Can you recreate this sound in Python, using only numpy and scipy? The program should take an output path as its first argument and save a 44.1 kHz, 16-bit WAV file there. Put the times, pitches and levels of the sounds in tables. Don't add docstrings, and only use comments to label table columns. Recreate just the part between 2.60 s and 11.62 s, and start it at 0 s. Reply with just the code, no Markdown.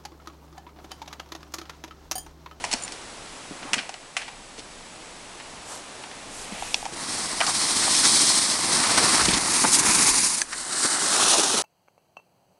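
import sys
import numpy as np
from scipy import signal
from scipy.fft import rfft, irfft, next_fast_len
from scipy.io import wavfile
from scipy.ndimage import uniform_filter1d

SR = 44100
rng = np.random.default_rng(int(sys.argv[2]) if len(sys.argv) > 2 else 0)


def store_pcm(level_fs):
    pcm = np.round(np.clip(level_fs, -1, 1) * 32767).astype(np.int16)
    wavfile.write(sys.argv[1], SR, np.atleast_2d(pcm).T)


N = 397850
T_S = np.arange(N) / SR

# peak time in seconds, nominal hiss level in dB,
# half length (Gaussian sigma) in seconds, scrape in dB over the hiss, rumble in dB over the scrape.
TUGS = [(4.58, -30, 0.16, -7, -6), (5.007, -25, 0.19, -10.5, -8.5), (5.564, -18.5, 0.32, -12.5, -6),
        (6.166, -24, 0.093, -16, -3), (6.475, -21, 0.22, -5, -7), (7.01, -21.5, 0.15, -9, -4),
        (7.392, -21, 0.11, -6, -5), (7.6, -21.5, 0.17, -13.5, -7), (8.035, -33.5, 0.12, -11, -7),
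        (8.253, -25, 0.091, -15.5, -6), (8.687, -20.5, 0.26, -7.5, -9)]
START_S, START_RISE_S = 4.29, .1
STALL_S, STALL_FALL_S = 7.81, .02
SCRAPE_STRETCH = 1.36
SCRAPE_LEAD_S = .017
# time in seconds, side 0-3.
SIDE_FACING = [(4.3, 0), (6.65, 0), (7.0, 1), (7.75, 1), (7.95, 2), (8.38, 2), (8.6, 3)]
# frequency in Hz, relative gain in dB.
HISS_HEAD_ON = [(1290, -24), (2200, -14.5), (2800, -20.5), (3180, -10), (3540, -10.5), (4170, -4.5),
                (4840, -5.5), (5380, -4), (5990, -7), (7100, -9.5), (8240, -5.5), (9160, -5), (10300, -10),
                (11200, -25.5), (12000, -29), (15600, -63), (22000, -120)]
HISS_ALONGSIDE = [(1290, -29), (2200, -13), (2700, -12), (3270, -16.5), (3940, -7.5), (4640, -3.5),
                  (5540, -4), (6850, -2.5), (7840, -5), (9290, 0.5), (10300, -2), (10600, -18),
                  (11200, -16), (12000, -26), (15600, -55), (22000, -120)]
HISS_BOW_CLOSE = [(1290, -40), (2200, -12), (2360, -11), (2570, -10), (2780, -20), (3540, -5.5), (4230, 0),
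                  (6660, -2), (8470, 4), (9290, 2), (10300, -5), (11200, -19), (12000, -24), (15600, -57),
                  (22000, -120)]
HISS_HULL_CLOSE = [(1290, -47), (2200, -16), (2480, -4.5), (3560, -0.5), (4170, 0.5), (4600, -2.5),
                   (5820, 2), (7510, -2.5), (9700, 0.5), (10300, -2.5), (11200, -20), (12000, -21),
                   (15600, -53), (22000, -120)]
# frequency in Hz, relative gain in dB.
SCRAPE_SPECTRA = [
    [(260, -53), (450, -6.5), (507, -11), (604, -3.5), (1100, 1.5), (1640, -5.5), (1890, -1.5),
     (2750, -8.5), (3000, -10), (3900, -26), (6600, -120)],
    [(260, -40), (450, -13), (549, -11.5), (964, 2.5), (1420, -3.5), (1640, -2), (1820, -3), (2460, -2.5),
     (3000, -12.5), (3900, -9), (6600, -120)],
    [(260, -42), (450, -19), (536, -5.5), (797, -0.5), (949, -1), (1350, 2), (2150, -3), (2360, -15),
     (3000, -4), (3900, -33), (6600, -120)],
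    [(240, -32), (400, -2), (429, -6), (510, -10), (766, -3.5), (848, -5.5), (1310, -5), (2210, -16),
     (2600, -27), (3380, -39), (5720, -120)],
]
# frequency in Hz, relative gain in dB.
RUMBLE_FAR = [(15, -40), (25, -7), (38, -15.5), (102, -7.5), (139, -4.5), (171, -2), (219, 1), (333, 1),
              (492, -11.5), (560, -14), (730, -27), (1230, -120)]
RUMBLE_CLOSE = [(24, -59), (40, -27), (238, -4.5), (276, -1), (389, -5), (424, -5.5), (520, -16),
                (680, -27), (1140, -120)]

# start in seconds, level of the first 6 ms in dB,
# hollow body in dB over the clack, snap in dB over the clack, t60 in seconds, rebound in dB.
HULL_KNOCKS = [(.0405, -22.5, 2, 1, 0.034, -3.5), (.114, -26.5, 3, 14, 0.055, -8),
               (.129, -21.5, 3.5, 13, 0.029, 0), (.279, -34, -2, 3, .025, -14),
               (.3213, -33.5, 0, 20, 0.028, -14), (1.028, -36.5, -3, -12, .05, -8),
               (1.133, -16, -22, -0.5, 0.03, -3.5), (1.1815, -26.5, -15, -20, 0.05, -1),
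               (1.293, -30, 3.5, 0, .02, -17), (1.341, -34.5, -6, -5, .024, -18),
               (1.567, -20.5, -9.5, -4, 0.042, -17), (1.617, -33.5, -5, -9, 0.054, -10),
               (1.68, -35, -1, -11, .045, -12), (2.8, -39, -3, -13, .03, -5),
               (3.438, -34.5, -1, -9, 0.022, -14), (3.514, -38, -2, -10, .02, -14),
               (4.0234, -27, 16, -2, .01, -24), (4.227, -31.5, 11, 1, .012, -22),
               (4.2543, -28.5, 9, 2, .02, -6.5), (4.8045, -19.5, -1, -6, 0.027, 0),
               (4.866, -21.5, 2, 12, 0.034, -6)]
POLE_CLICK = [(4.1435, -16, -7.5, 5.9, 0.011, -22)]
BOW_JERK = [(7.817, -17.5, -9, 6.5, .017, -28)]
# frequency in Hz, width in Hz, gain in dB.
HULL_MODES = [(890, 470, -1), (1510, 90, -24), (1934, 39, -5), (2380, 200, -11.5), (2610, 190, -20),
              (2910, 92, -13), (4400, 240, -6), (5260, 220, -4), (5870, 260, -20)]
POLE_MODES = [(2750, 370, 11.5), (3470, 270, 9), (4200, 350, 12), (5300, 360, 9)]
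BOW_MODES = [(1680, 157, 13.5), (4690, 300, 1), (6150, 280, 6), (8400, 400, 1)]
REBOUND_S = .0075
RATTLE_REF_S = .035

# start in seconds, level in dB before the mode gains.
JINGLES = [(0.2229, -22), (0.236, -16.5), (0.2484, -22)]
CLIP_MODES = [(7100, -7, 0.03), (8650, -16, .04), (9300, -10, 0.039)]

# thud start in seconds, thud peak in dB, thud centre in Hz,
# crunch level in dB, crunch centre in Hz.
STEPS = [(.13, -28, 253, -35, 1500), (.908, -27, 229, -52, 1000), (1.979, -34, 307, -38, 3800),
         (3.918, -27.5, 170, -48, 1500), (4.321, -31, 333, -35.5, 6000), (5.44, -31, 220, -20.5, 4500),
         (6.371, -20.5, 221, -20, 1200), (6.677, -15, 178, -23.5, 3500), (6.728, -21, 200, -20, 4000),
         (7.036, -16.5, 218, -18.5, 990), (8.245, -20.5, 292, -34, 6000), (8.939, -21, 330, -35, 1500)]
THUD_S = .028
CRUNCH_LAG_S, CRUNCH_S = .013, .018
# peak time in seconds, level in dB.
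CRACKS = [(5.35, -21), (6.655, -20), (6.777, -21.5), (7.933, -29), (8.13, -31), (8.241, -28)]
CRACK_HZ, CRACK_S = 5000, .01
# peak time in seconds, level in dB, centre in Hz.
SQUEAKS = [(4.824, -22.5, 1290), (4.888, -28, 1040), (5.24, -27.5, 1790), (5.28, -29, 790),
           (5.45, -29.5, 1380), (6.25, -27, 1360), (6.6, -21, 1230), (7.933, -33.5, 1580),
           (8.25, -30, 1280), (8.61, -24.5, 1220), (8.755, -22.5, 780)]
SQUEAK_S = .025
# peak time in seconds, level in dB, centre in Hz,
# length in seconds.
RUBS = [(1.11, -42.5, 1000, 0.17), (1.05, -42, 230, .04), (1.16, -38.5, 230, .06), (3.14, -42, 850, 0.088),
        (4.03, -41, 2500, .26), (3.95, -44, 780, .27), (6.42, -31, 490, .07), (8.79, -25, 410, 0.024)]
# peak time in seconds, level in dB, length in seconds.
RUSTLES = [(3.13, -39, 0.092), (3.801, -39.5, .13), (4.103, -38.5, 0.26), (7.144, -13.5, 0.037),
           (7.196, -16.5, 0.02), (7.265, -18, .02), (7.31, -20.5, .02), (7.354, -18, .022),
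           (7.426, -19, .022), (7.489, -17, .023)]
RUSTLE_HZ = 7940
# peak time in seconds, level in dB,
# centre in Hz, length in seconds.
BUFFETS = [(6.7, -36, 55, 0.14), (7.53, -43, 44.5, 0.061), (7.66, -53, 40, 0.071)]

# time in seconds, level in dB.
AIR_LEVEL = [(0, -38.5), (.55, -41), (1.13, -40.5), (1.34, -45.5), (1.7, -45), (2.2, -43.5), (2.7, -42),
             (3.7, -40.5)]
# frequency in Hz, relative gain in dB.
AIR_SPECTRUM = [(12, -29), (20, -4), (76, -15.5), (276, -11), (380, -12.5), (685, -11.5), (742, -11),
                (1230, -14), (1490, -16), (1790, -16), (6150, -20.5), (8030, -22), (10200, -23.5),
                (12000, -50), (15600, -77), (22000, -120)]
WHINE_HZ, WHINE_DB = 7870, -60.5
TOP_HZ = 12480


def undb(db):
    return 10 ** (np.asarray(db) / 20)


def unit(x):
    return x / np.sqrt(np.mean(x ** 2) + 1e-20)


def curve(rows):
    s, values = np.transpose(rows)
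    return np.interp(T_S, s, values)


def add(out, start_s, sound):
    i = max(int(start_s * SR), 0)
    out[i:i + len(sound)] += sound[:max(N - i, 0)]


def colour(x, spectrum):
    size = next_fast_len(len(x))
    hz, db = np.transpose(spectrum)
    f_hz = np.maximum(np.fft.rfftfreq(size, 1 / SR), 1)
    gain = undb(np.interp(np.log(f_hz), np.log(hz), db, left=-90, right=-90))
    return unit(irfft(rfft(x, size) * gain, size)[:len(x)])


def resonate(x, hz, width_hz):
    b, a = signal.iirpeak(hz, hz / min(width_hz, SR / 4), fs=SR)
    return signal.lfilter(b, a, x)


def walk(rate_hz):
    hold = max(int(SR / rate_hz), 2)
    steps_held = np.repeat(rng.standard_normal(N // hold + 1), hold)
    return unit(uniform_filter1d(steps_held, hold)[:N])


def grains(size, per_s, spread_db):
    hit = rng.random(size) < per_s / SR
    sign = rng.choice([-1, 1], size)
    strength = undb(spread_db * np.minimum(rng.standard_normal(size), 2.5))
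    return unit(hit * sign * strength)


def swells(rows, per_s, width):
    out = np.zeros(N)
    for peak_s, db, hz, length_s in rows:
        t = np.arange(-2 * length_s, 2 * length_s, 1 / SR)
        crackle = resonate(grains(len(t), per_s, spread_db=5.0), hz, width * hz)
        crackle = unit(resonate(crackle, hz, 2 * width * hz))
        swell = np.exp(-2 * (t / length_s) ** 2)
        add(out, peak_s + t[0], undb(db) * crackle * swell)
    return out


def surges():
    power = np.zeros((3, N))
    for peak_s, hiss_db, half_s, scrape_db, rumble_db in TUGS:
        stop = 1
        if peak_s < STALL_S:
            stop = np.exp(-np.maximum(T_S - STALL_S, 0) / STALL_FALL_S)
        run = np.exp(-.5 * ((T_S - peak_s) / half_s) ** 2)
        dig = np.exp(-.5 * ((T_S - peak_s + SCRAPE_LEAD_S) / (half_s * SCRAPE_STRETCH)) ** 2)
        hiss = undb(hiss_db) * stop * run
        scrape = undb(hiss_db + scrape_db) * stop * dig
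        power += np.array([hiss, scrape, scrape * undb(rumble_db)]) ** 2
    return np.sqrt(power) * np.clip((T_S - START_S) / START_RISE_S, 0, 1)


def blend(x, spectra, side):
    shares = [np.clip(1 - abs(side - k), 0, 1) ** .5 for k in range(len(spectra))]
    return sum(w * colour(x, s) for w, s in zip(shares, spectra)) / sum(shares)


def sled():
    hiss_level, scrape_level, rumble_level = surges()
    side = curve(SIDE_FACING)
    close = np.clip(side - 1, 0, 1)
    near = np.interp(T_S, [5.3, 6.5], [0, 1])
    crystals = grains(N, per_s=18000, spread_db=3.5)
    crystals += (.12 + .27 * near) * grains(N, per_s=610, spread_db=2.5)
    slips = grains(N, per_s=6000, spread_db=2.5)
    slips += (.22 + .28 * near) * grains(N, per_s=160, spread_db=1.5)
    hiss = blend(crystals, [HISS_HEAD_ON, HISS_ALONGSIDE, HISS_BOW_CLOSE, HISS_HULL_CLOSE], side)
    scrape = blend(slips, SCRAPE_SPECTRA, side)
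    rumble = blend(grains(N, per_s=700, spread_db=3.0), [RUMBLE_FAR, RUMBLE_CLOSE], close)
    judder = walk(rate_hz=55) * (.95 + .26 * near)
    hiss *= hiss_level * undb(1.1 * judder + .8 * near * walk(rate_hz=150))
    scrape *= scrape_level * undb(1.08 * judder)
    rumble *= rumble_level * undb(1.3 * judder)
    return hiss + scrape + rumble


def knocks(rows, modes, chatter, direct, rattle_db, rattle_t60_s):
    out, t = np.zeros(N), np.arange(SR // 4) / SR
    for start_s, db, body_db, snap_db, t60_s, rebound_db in rows:
        dying = undb(-60 * t / t60_s)
        dying += (t >= REBOUND_S) * undb(rebound_db - 60 * np.abs(t - REBOUND_S) / t60_s)
        rattle = t60_s / RATTLE_REF_S * undb(rattle_db - 60 * t / rattle_t60_s)
        push = chatter * rng.standard_normal(len(t)) * np.hypot(dying, rattle)
        push[0] = 1
        push[int(REBOUND_S * SR)] = undb(rebound_db)
        ringing = sum(undb(g) * resonate(push, hz, w) for hz, w, g in modes)
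        push = direct * push + ringing
        hit = np.zeros(len(t))
        for hz, width_hz, gain_db in [(807, 390, body_db), (2450, 2700, 0), (5500, 9200, snap_db)]:
            band = resonate(resonate(push, hz, width_hz), hz, width_hz)
            hit += undb(gain_db) * unit(band)
        onset_rms = np.sqrt(np.mean(hit[t < .006] ** 2))
        add(out, start_s, undb(db) * hit / onset_rms)
    return out


def steps():
    out, t = np.zeros(N), np.arange(SR // 8) / SR
    for start_s, db, hz, _, _ in STEPS:
        push = rng.standard_normal(len(t)) * t * np.exp(-5.5 * t / THUD_S)
        thud = resonate(resonate(push, hz, .36 * hz), hz, 2.0 * hz)
        add(out, start_s, undb(db) * thud / abs(thud).max())
    crunches = [(s + CRUNCH_LAG_S, db, hz, CRUNCH_S) for s, _, _, db, hz in STEPS]
    return out + swells(crunches, per_s=4000, width=1.0)


def cracks():
    return swells([(s, db, CRACK_HZ, CRACK_S) for s, db in CRACKS], per_s=4000, width=1.3)


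def squeaks():
    return swells([(s, db, hz, SQUEAK_S) for s, db, hz in SQUEAKS], per_s=1000, width=.45)


def jingles():
    out, t = np.zeros(N), np.arange(SR // 8) / SR
    for start_s, db in JINGLES:
        for hz, gain_db, t60_s in CLIP_MODES:
            detuned_hz = hz * (1 + .004 * rng.standard_normal())
            ring = undb(db + gain_db - 60 * t / t60_s) * np.sin(2 * np.pi * detuned_hz * t)
            add(out, start_s, ring)
    return out


def rubs():
    return swells(RUBS, per_s=2800, width=.67)


def rustles():
    cloth = swells([(s, db, RUSTLE_HZ, length_s) for s, db, length_s in RUSTLES], per_s=14000, width=1.0)
    return signal.sosfilt(signal.butter(7, 10300, fs=SR, output="sos"), cloth)


def buffets():
    return swells(BUFFETS, per_s=2800, width=.72)


def woods():
    air = colour(rng.standard_normal(N), AIR_SPECTRUM)
    air += resonate(air, 38, 50) * .47 * walk(rate_hz=4.97)
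    fade = np.interp(T_S, [4.5, 7.8], [1, .4])
    whine = resonate(rng.standard_normal(N), WHINE_HZ, 110)
    whine = unit(resonate(whine, WHINE_HZ, 110))
    return air * undb(curve(AIR_LEVEL)) * fade + undb(WHINE_DB) * whine


def scene():
    gear = knocks(HULL_KNOCKS, HULL_MODES, chatter=.19, direct=.38, rattle_db=-15, rattle_t60_s=.4)
    gear += knocks(POLE_CLICK, POLE_MODES, chatter=.25, direct=.18, rattle_db=-13, rattle_t60_s=.096)
    gear += knocks(BOW_JERK, BOW_MODES, chatter=.2, direct=.47, rattle_db=-27, rattle_t60_s=.06)
    contacts = gear + steps() + cracks() + squeaks() + jingles() + rubs()
    contacts = signal.sosfilt(signal.butter(14, 10250, fs=SR, output="sos"), contacts)
    mix = sled() + contacts + rustles() + buffets() + woods()
    return mix[None]


def record(dry):
    rounded = dry / (1 + (dry / .7) ** 6) ** (1 / 6)
    return signal.sosfilt(signal.ellip(14, .2, 80, TOP_HZ, fs=SR, output="sos"), rounded)


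dry = scene()
out = record(dry)
store_pcm(out)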